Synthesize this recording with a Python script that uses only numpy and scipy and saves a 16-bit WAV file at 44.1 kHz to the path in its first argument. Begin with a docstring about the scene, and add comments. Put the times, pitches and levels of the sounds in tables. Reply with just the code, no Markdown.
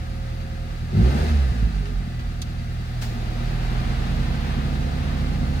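"""A small four-cylinder engine idles, heard from the driver's seat: firings shake the body, valve gear
clatters, the belt drive whines. At 0.9 s the throttle is blipped and the intake barks; the cabin booms
and the engine stumbles as the revs fall, then the belt chirps. At 2.4 s a relay clicks and the idle
valve hisses open. At 3 s the air-conditioning clutch bites and drags the idle down; the revs recover
while the radiator fan spins up and throbs against the engine."""
import sys
import numpy as np
from scipy import signal
from scipy.fft import rfft, irfft, next_fast_len
from scipy.io import wavfile
from scipy.ndimage import uniform_filter1d, map_coordinates

SR = 44100
rng = np.random.default_rng(int(sys.argv[2]) if len(sys.argv) > 2 else 0)


def file_out(sig):
    """Save sig as 16-bit WAV at sys.argv[1]."""
    # one column per channel
    cols = np.atleast_2d(sig).T
    # limit, then scale
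    lim = np.clip(cols, -1, 1)
    pcm = np.round(lim * 32767).astype(np.int16)
    wavfile.write(sys.argv[1], SR, pcm)


N = 246959
T = np.arange(N) / SR
SIZE = next_fast_len(N)
FREQ = np.maximum(np.arange(SIZE // 2 + 1) * SR / SIZE, 1e-3)
IDLE_HZ, CLUTCH_S = 19.83, 3.008

# cabin transmission: freq_hz, gain_db
CABIN_PASS = [(20, 0), (250, 0), (285, -15), (420, -24), (1500, -70)]
# cabin stereo field: freq_hz, side_minus_mid_db, left_minus_right_db
STEREO_FIELD = [(48, -27, -4.5), (131, -42, 1), (244, -30, -0.5), (376, -8, -1.5), (504, -7, 3.5),
                (710, 3.5, 1.5), (1260, -5, 1), (2360, -2, 1.3), (4600, 1, 1.5), (7950, -2.5, 3),
                (13000, 2, 3.5)]
# clatter through the engine covers: freq_hz, gain_db
CLATTER_SPECTRUM = [(200, -41), (500, -1), (800, 1), (1020, -4.5), (1300, 3.5), (1800, -1), (2700, -1),
                    (3200, -3), (4100, -4), (5500, -10.5), (8000, -16.5), (11000, -23), (16000, -29)]
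# relay strike and bounce: start_s, level_db, left_minus_right_db, highpass_hz
RELAY_STRIKES = [(2.4175, -30, -7, 2200), (2.423, -36.5, 8, 700)]


def engine_note(turns, revs, throttle, surge):
    """Two firings a turn shake the body; unequal cylinders add odd and half orders."""
    # firing tones: order, idle_db, revs_db_per_octave, strain_db, compressor_db, surge_db
    firing_orders = [(2, -30.5, 12, 4.3, 1.5, 5.5), (4, -30, -0.5, 28.2, -6, -2),
                     (6, -30.5, -10.5, 21, -1.5, 6)]
    # weak crankshaft tones: order, free_db, loaded_db
    minor_orders = [(2.5, -42, -57), (3, -44.5, -46), (3.5, -62, -45), (4.5, -57, -46), (5, -56, -48),
                    (5.5, -52, -63), (6.5, -63, -51), (7, -59, -59), (7.5, -58, -47), (8, -37.5, -33),
                    (8.5, -58, -63), (9, -53, -58), (9.5, -61, -45.5), (10, -52, -35.5), (11, -46.5, -42.5),
                    (11.5, -59, -49), (12, -46, -40)]
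    # cabin booms and misfire dips on order 2: centre_s, half_width_s, gain_db
    booms = [(1.053, 0.043, 13.5), (1.392, 0.068, 10), (1.508, 0.015, 11), (1.55, .02, -5),
             (1.637, 0.047, 13.5), (1.685, .016, -6), (1.784, 0.057, 9.5), (1.97, 0.048, 11.5)]
    strain = throttle * np.clip(1 - revs, 0, 1)
    load = ramp(CLUTCH_S, .88)
    boom_db = sum(db * swell(s, half_width_s) for s, half_width_s, db in booms)
    levels = [(k, level_db(law, (revs, strain, load, surge)) + boom_db * (k == 2) + 1.16 * drift(14))
              for k, *law in firing_orders]
    effort_db = -4.5 * revs + 28 * strain
    levels += [(k, free_db + (loaded_db - free_db) * load + effort_db + .5 * drift(6))
               for k, free_db, loaded_db in minor_orders]
    smear_rad = .23  # the mounts delay higher orders, smearing each push into a rumble
    note = sum(undb(db) * np.cos(2 * np.pi * k * turns - smear_rad * k * k) for k, db in levels)
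    balance = spectrum(STEREO_FIELD, column=2) ** np.array([[.5], [-.5]])
    return through(note * unevenness(revs, throttle), spectrum(CABIN_PASS) * balance)


def crank_speed(drag_hz=1.1, drag_s=.11, idle_up_hz=1.35, recover_s=.74):
    """Turns a second: idle, blip, sag under the compressor, recovery to a faster idle."""
    # throttle blip: time_s, above_idle_hz
    blip = [(.87, 0), (.94, 2.8), (1.1, 14.4), (1.27, 19.7), (1.4, 15.2), (1.51, 10.3), (1.77, 4.7),
            (2.0, 1.6), (2.2, .21)]
    recovered = 1 - np.exp(-(age(CLUTCH_S) / recover_s) ** 1.5)
    governed_hz = (drag_hz + idle_up_hz) * recovered - drag_hz * ramp(CLUTCH_S, drag_s)
    return IDLE_HZ + curve(blip) + governed_hz


def unevenness(revs, throttle, idle_db=.5, overrun_db=1.6, loaded_db=.7):
    """Firing gain: burning is most uneven on the overrun and under compressor load."""
    overrun = np.clip(2 * revs, 0, 1) * (1 - throttle)
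    return undb((idle_db + overrun_db * overrun + loaded_db * ramp(CLUTCH_S, 1)) * drift(35))


def engine_noise(turns, revs, throttle, airflow, surge):
    """Valve gear clatters through the covers; intake roar and uneven burning pulse with each firing."""
    # ringing peaks in the clatter, plus a faint thin tone near 12.8 kHz: freq_hz, width_hz, gain_db
    clatter_peaks = [(1195, 14, 0), (1255, 30, -6), (1557, 16, -1), (1657, 32, 0), (1770, 35, -3),
                     (1971, 14, -2), (2470, 70, -11), (3832, 20, -3), (4620, 25, 2), (12790, 100, -4)]
    # intake roar: freq_hz, gain_db
    intake_spectrum = [(180, -31), (280, 0.5), (400, -1.5), (470, -2.5), (600, -7.5), (780, -8),
                       (950, -16.5), (1500, -29), (4000, -57)]
    # body shake: freq_hz, gain_db
    shake_spectrum = [(20, -27), (33, -3), (50, 17), (95, 6.5), (150, 5), (240, 6), (275, -18), (400, -45)]
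    load, slow_load = ramp(CLUTCH_S, .11), ramp(CLUTCH_S, .53)
    clatter_db = level_db((-44.5, 8.5, 3, 3, 1.7), (revs, airflow, slow_load, surge))
    intake_db = level_db((-50, 11, 8, 6, 1.5), (revs, throttle, load, surge))
    shake_db = level_db((-38.5, 6, 8, 3, -1), (revs, throttle, load, surge))
    colour = spectrum(CLATTER_SPECTRUM) * (1 + resonances(clatter_peaks)) * reflections()
    impacts = cyclic_noise(turns, share=.37) * throb(turns, .026) * undb(.5 * drift(40))
    clatter = diffuse(impacts, colour)
    intake = diffuse(cyclic_noise(turns, share=.48) * throb(turns, .032), spectrum(intake_spectrum))
    shake = diffuse(noise() * throb(turns, .23), spectrum(shake_spectrum))
    return clatter * undb(clatter_db) + intake * undb(intake_db) + shake * undb(shake_db)


def stumbles():
    """Hard firings on the throttle and late ones on the overrun jolt the mounts and ring the cabin."""
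    # jolts: start_s, peak_db, highpass_hz
    jolts = [(.953, -15, 60), (.998, -17, 150), (1.021, -16, 150), (1.095, -22, 340), (1.522, -15, 50),
             (1.561, -22, 190), (1.628, -13.5, 60), (1.672, -21, 160), (1.707, -18.5, 50), (1.767, -23, 50),
             (1.787, -21, 60), (1.81, -22, 70), (1.919, -23, 150), (2.078, -27, 150)]
    # cabin air and panel modes: freq_hz, width_hz, gain_db
    cabin_modes = [(70.5, 65, 20), (115, 65, 9), (170, 30, -2), (228, 56, -2), (388, 130, 3)]
    cabin = resonances(cabin_modes) * spectrum(CABIN_PASS) / (1 + (FREQ / 550) ** 4)
    out = 0
    for start_s, db, highpass_hz in jolts:
        jolt = irfft(cabin / (1 + (highpass_hz / FREQ) ** 10), SIZE)
        out += np.roll(jolt, int(start_s * SR))[:N] * undb(db) / np.max(np.abs(jolt))
    return out * pan(-.32)


def brief_hums():
    """Brief wavering hums, including the engine's 156 Hz hum swelling under compressor load."""
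    # hums: centre_s, half_width_s, pitch_hz, waver_width_hz, level_db
    hums = [(1.002, 0.058, 203, 19, -23.5), (1.03, 0.079, 369.5, 14, -32.5), (1.164, 0.018, 228, 19.3, -22),
            (1.27, 0.1, 47, 7.8, -22.5), (1.323, 0.072, 228.2, 18.4, -28), (1.868, 0.069, 410.6, 14, -41),
            (1.977, 0.17, 199.5, 20.7, -39.5), (2.256, 0.044, 49, 10.6, -27), (3.07, .03, 232, 8.5, -35.5),
            (3.164, 0.028, 238, 8.3, -29.5), (3.272, 0.023, 228, 7.8, -35.5),
            (3.38, 0.039, 232.3, 8.5, -33), (3.27, .1, 155.5, 1.8, -34.5),
            (3.48, 0.092, 156.6, 2.96, -27.5), (3.743, 0.05, 411, 27, -40.5), (3.56, 0.12, 2600, 71, -53)]
    return sum(undb(db) * swell(s, half_width_s) * wavering_tone(hz, width_hz / 2, rate_hz=40.4)
               for s, half_width_s, hz, width_hz, db in hums)


def intake_bark(turns, revs, throttle, scatter_db=3):
    """Each firing gulps air and rings the duct, hardest with the throttle open at low revs."""
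    # duct modes: freq_hz, width_hz, gain_db
    duct_modes = [(228, 52, 3), (365, 42, -1.5), (517, 50, -15), (775, 60, -11)]
    gulps = np.diff(np.floor(2 * turns), prepend=0) * undb(scatter_db * drift(70))
    ring = through(gulps, resonances(duct_modes) * resonances([(370, 460, 0)]))
    return unit_rms(ring) * throttle * undb(-32 - 8 * revs)


def air_box(turns, revs, airflow):
    """Gulps of air ring the hollow box, louder with flow and load."""
    # box modes: freq_hz, width_hz, gain_db
    box_modes = [(691, 41, -3), (737, 23, 0.5), (816, 33, -7)]
    db = level_db((-54, 8.5, 5, 8), (revs, airflow, ramp(CLUTCH_S, .34)))
    gulps = cyclic_noise(turns, share=.41) * throb(turns, .21)
    return diffuse(gulps, resonances(box_modes) * resonances([(730, 640, 0)])) * undb(db)


def radiator_fan(crank_turns, full_hz=35.68, spin_up_s=.335, gust_db=6.5):
    """The fan runs up and blows in gusts; the engine rocks its mount, adding sidebands to the drone."""
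    # shaft wobble and seven blades: order, level_db
    fan_orders = [(1, -37), (2, -24.5), (3, -38), (4, -29.5), (5, -40.5), (6, -44), (7, -35), (9, -51),
                  (14, -46), (15, -49.5), (19, -58), (21, -62), (23, -57)]
    speed = 1 - np.exp(-age(CLUTCH_S) / spin_up_s)
    turns = np.cumsum(full_hz * speed) / SR
    drone = sum(undb(db + .5 * drift(16)) * np.cos(2 * np.pi * (k * turns + rng.random()))
                for k, db in fan_orders)
    drone *= speed ** 5 * throb(crank_turns, .19)
    # air rush: freq_hz, gain_db
    air_spectrum = [(150, -16), (290, -3), (400, -11), (600, -8), (780, 10), (1000, 13), (1600, 9.5),
                    (3500, 4), (5000, -9), (10000, -39), (16000, -31)]
    air = diffuse(noise(), spectrum(air_spectrum)) * undb(-46 + gust_db * drift(3.64)) * speed ** 2
    return drone * pan(-3.5) + air


def relay(t60_s=.046, muffle_hz=12000):
    """The armature snaps shut and bounces; the tiny case radiates no bass, the dashboard dulls the top."""
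    # case modes: freq_hz, width_hz, gain_db
    case_modes = [(1150, 550, -4), (2600, 600, -2), (3550, 800, 1), (4600, 690, -1), (6060, 380, -1),
                  (9400, 1100, -9), (12500, 3000, -18)]
    case = resonances(case_modes) / (1 + (FREQ / muffle_hz) ** 2)
    out = 0
    for start_s, db, pan_db, highpass_hz in RELAY_STRIKES:
        response = unit_rms(case / (1 + (highpass_hz / FREQ) ** 6))
        rattle = noise() * (T >= start_s) * decay(start_s, t60_s)
        out += through(rattle, response) * undb(db) * pan(pan_db)
    return out


def clutch(bite_s=.015):
    """The compressor clutch plate scrapes before it grips, leaving a softer hiss."""
    # plate friction: freq_hz, gain_db
    rub_spectrum = [(300, -2), (800, 5.5), (2000, 4), (3000, 2), (4500, 2.5), (7000, -3), (10000, -11),
                    (16000, -9)]
    peak_s = CLUTCH_S + bite_s
    slip = ramp(CLUTCH_S, bite_s) * (decay(peak_s, t60_s=.22) + undb(-8.5) * decay(peak_s, t60_s=.9))
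    return diffuse(noise(), spectrum(rub_spectrum)) * slip * undb(-36)


def idle_valve(delay_s=.076, open_s=.58):
    """The relay opens the valve ahead of the clutch; extra air hisses in."""
    # valve air: freq_hz, gain_db
    air_spectrum = [(300, -7), (700, 11), (1000, -1.5), (1300, 6.5), (2600, 0), (3200, -1), (4000, 2.5),
                    (5500, -8.5), (8000, -17.5), (16000, -17.5)]
    opening = ramp(RELAY_STRIKES[0][0] + delay_s, open_s)
    return diffuse(noise(), spectrum(air_spectrum)) * opening * undb(-47)


def belt_whine(turns, alternator_order=27):
    """Belt, gear and alternator tones follow the crankshaft; compressor load shifts their mix."""
    # belt and gear tones: order, free_db, loaded_db
    whines = [(15, -66, -52), (16, -58, -62), (18, -58, -53), (20, -62, -54), (21, -68, -53),
              (22, -63, -63), (34.5, -55, -55), (38, -57, -53)]
    # alternator whine: time_s, level_db
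    alternator_levels = [(0, -49), (.2, -45), (.62, -45), (.9, -55), (2.0, -60), (2.2, -53), (3.0, -55),
                         (3.4, -49), (3.8, -62)]
    load = ramp(CLUTCH_S, .12)
    tones = sum(undb(free_db + (loaded_db - free_db) * load + drift(6)) * np.sin(2 * np.pi * k * turns)
                for k, free_db, loaded_db in whines)
    alternator = undb(curve(alternator_levels)) * np.sin(2 * np.pi * alternator_order * turns)
    return (tones + alternator) * pan(1.1)


def metal_ticks(t60_s=.093):
    """Loose metal strikes and rings briefly through the engine covers."""
    # strikes: start_s, level_db
    strikes = [(1.8555, -39.5), (2.1934, -39.5), (2.8515, -47), (4.827, -46)]
    envelope = sum(undb(db) * (T >= s) * decay(s, t60_s) for s, db in strikes)
    return diffuse(noise(), resonances([(2700, 3800, 0)]) * spectrum(CLATTER_SPECTRUM)) * envelope


def throttle_hiss(revs, throttle, centre_hz=7200, width_hz=7000):
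    """Air rushes past the open throttle plate, growing steeply with the revs."""
    rush = diffuse(noise(), resonances([(centre_hz, width_hz, 0)]) ** 2)
    return rush * undb(-54) * throttle * np.maximum(revs, 0) ** 3


def belt_chirps(half_width_s=.018):
    """The belt slips in short, faint squeaks."""
    # slips: centre_s, level_db
    slips = [(2.14, -57), (2.2, -55), (2.28, -56), (2.39, -58), (2.6, -58), (2.66, -58), (2.79, -55)]
    envelope = sum(undb(db) * swell(s, half_width_s) for s, db in slips)
    return envelope * wavering_tone(4625, waver_hz=20, rate_hz=60)


def whistles(flicker_db=3):
    """Thin high tones flicker over the idle."""
    # tones: pitch_hz, level_db
    tones = [(1971, -65), (4620, -70), (12790, -83)]
    return sum(undb(db + flicker_db * drift(12)) * wavering_tone(hz, waver_hz=6, rate_hz=25)
               for hz, db in tones)


def hiss():
    """Steady faint hiss, stronger on the left."""
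    return noise() * undb(-66) * pan(14.7)


def reflections(wet_db=-10, t60_s=.071):
    """Response of short echoes off glass and trim: fine peaks and dips."""
    tail = rng.standard_normal(N) * decay(0, t60_s)
    wet = undb(wet_db)
    return (1 + wet * rfft(tail, SIZE) / np.sqrt(np.sum(tail ** 2))) / np.sqrt(1 + wet ** 2)


def diffuse(pair, response):
    """Filter two unrelated signals into a cabin field: alike in the bass, wide in the treble; rms 1."""
    width, tilt = spectrum(STEREO_FIELD), np.sqrt(spectrum(STEREO_FIELD, column=2))
    mid, side = rfft(pair, SIZE) * response / np.sqrt(1 + width ** 2)
    left, right = (mid + width * side) * tilt, (mid - width * side) / tilt
    return unit_rms(irfft(np.array([left, right]), SIZE)[:, :N])


def cyclic_noise(turns, share, size=4400):
    """Noise pair; a share of its power repeats every two crankshaft turns."""
    patterns = rng.standard_normal((2, size))
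    place = turns / 2 % 1 * size
    repeating = np.array([map_coordinates(p, [place], order=3, mode="grid-wrap") for p in patterns])
    return np.sqrt(share) * repeating + np.sqrt(1 - share) * noise()


def throb(turns, depth):
    """Gain pulsing at the firing rate."""
    return 1 + depth * np.cos(2 * np.pi * 2 * turns)


def wavering_tone(pitch_hz, waver_hz, rate_hz):
    """Sine with a drifting pitch."""
    return np.sin(2 * np.pi * np.cumsum(pitch_hz + waver_hz * drift(rate_hz)) / SR)


def drift(rate_hz, steps=8):
    """Smooth random drift, spread near 1."""
    held = np.repeat(rng.standard_normal(int(N / SR * rate_hz) + 2), steps)
    smooth = uniform_filter1d(uniform_filter1d(held, steps), steps)
    return 1.3 * np.interp(T * rate_hz * steps, np.arange(len(held)), smooth)


def noise():
    """Two unrelated white noises."""
    return rng.standard_normal((2, N))


def spectrum(rows, column=1):
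    """Gain per frequency from dB points on a log axis."""
    rows = np.array(rows)
    return undb(np.interp(np.log(FREQ), np.log(rows[:, 0]), rows[:, column]))


def resonances(modes):
    """Response of damped modes."""
    return sum(undb(db) / (1 + 1j * (FREQ / hz - hz / FREQ) * hz / width_hz) for hz, width_hz, db in modes)


def through(x, response):
    """Filter by a frequency response."""
    return irfft(rfft(x, SIZE) * response, SIZE)[..., :N]


def level_db(law, controls):
    """law: dB at idle, then dB added per unit of each control."""
    idle_db, *added_db = law
    return idle_db + sum(db * control for db, control in zip(added_db, controls))


def curve(rows):
    """Timed points joined by lines."""
    return np.interp(T, *np.transpose(rows))


def age(start_s):
    """Seconds since the start, 0 before."""
    return np.maximum(T - start_s, 0)


def decay(start_s, t60_s):
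    """1 until the start, then an exponential fall."""
    return undb(-60 * age(start_s) / t60_s)


def ramp(start_s, length_s):
    """Rise from 0 to 1."""
    return np.clip((T - start_s) / length_s, 0, 1)


def swell(centre_s, half_width_s):
    """Bell curve, top 1."""
    return np.exp(-np.minimum(((T - centre_s) / half_width_s) ** 2, 20))


def pan(left_minus_right_db):
    """Left and right gains."""
    return undb(np.array([[.5], [-.5]]) * left_minus_right_db)


def undb(db):
    """Decibels to gain."""
    return 10 ** (np.asarray(db) / 20)


def unit_rms(x):
    """Scale to rms 1."""
    return x / np.sqrt(np.mean(np.abs(x) ** 2))


def scene(pedal_s=.916, press_s=.058, hold_s=.231, release_s=.16, right_lag_s=.00045):
    """Crankshaft speed and load drive the engine; the sound reaches the left side first."""
    speed_hz = crank_speed()
    turns = np.cumsum(speed_hz * (1 + .001 * drift(12))) / SR
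    revs = np.log2(speed_hz / IDLE_HZ)  # octaves above idle
    throttle = ramp(pedal_s, press_s) - ramp(pedal_s + press_s + hold_s, release_s)
    airflow = throttle * speed_hz / speed_hz.max()
    surge = swell(CLUTCH_S + .81, .79)  # the governor's extra push
    mix = engine_note(turns, revs, throttle, surge) + engine_noise(turns, revs, throttle, airflow, surge)
    mix += air_box(turns, revs, airflow) + intake_bark(turns, revs, throttle)
    mix += throttle_hiss(revs, throttle) + idle_valve()
    mix += belt_whine(turns) + belt_chirps()
    mix += stumbles() + metal_ticks() + brief_hums() + whistles()
    mix += radiator_fan(turns) + relay() + clutch()
    left, right = mix
    late_right = np.interp(T - np.round(right_lag_s * SR) / SR, T, right)
    return np.array([left, late_right]) + hiss()


def record(dry):
    """Steep low-pass at 15750 Hz."""
    return signal.sosfilt(signal.ellip(10, .1, 80, 15750, fs=SR, output="sos"), dry)


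dry = scene()
out = record(dry)
file_out(out)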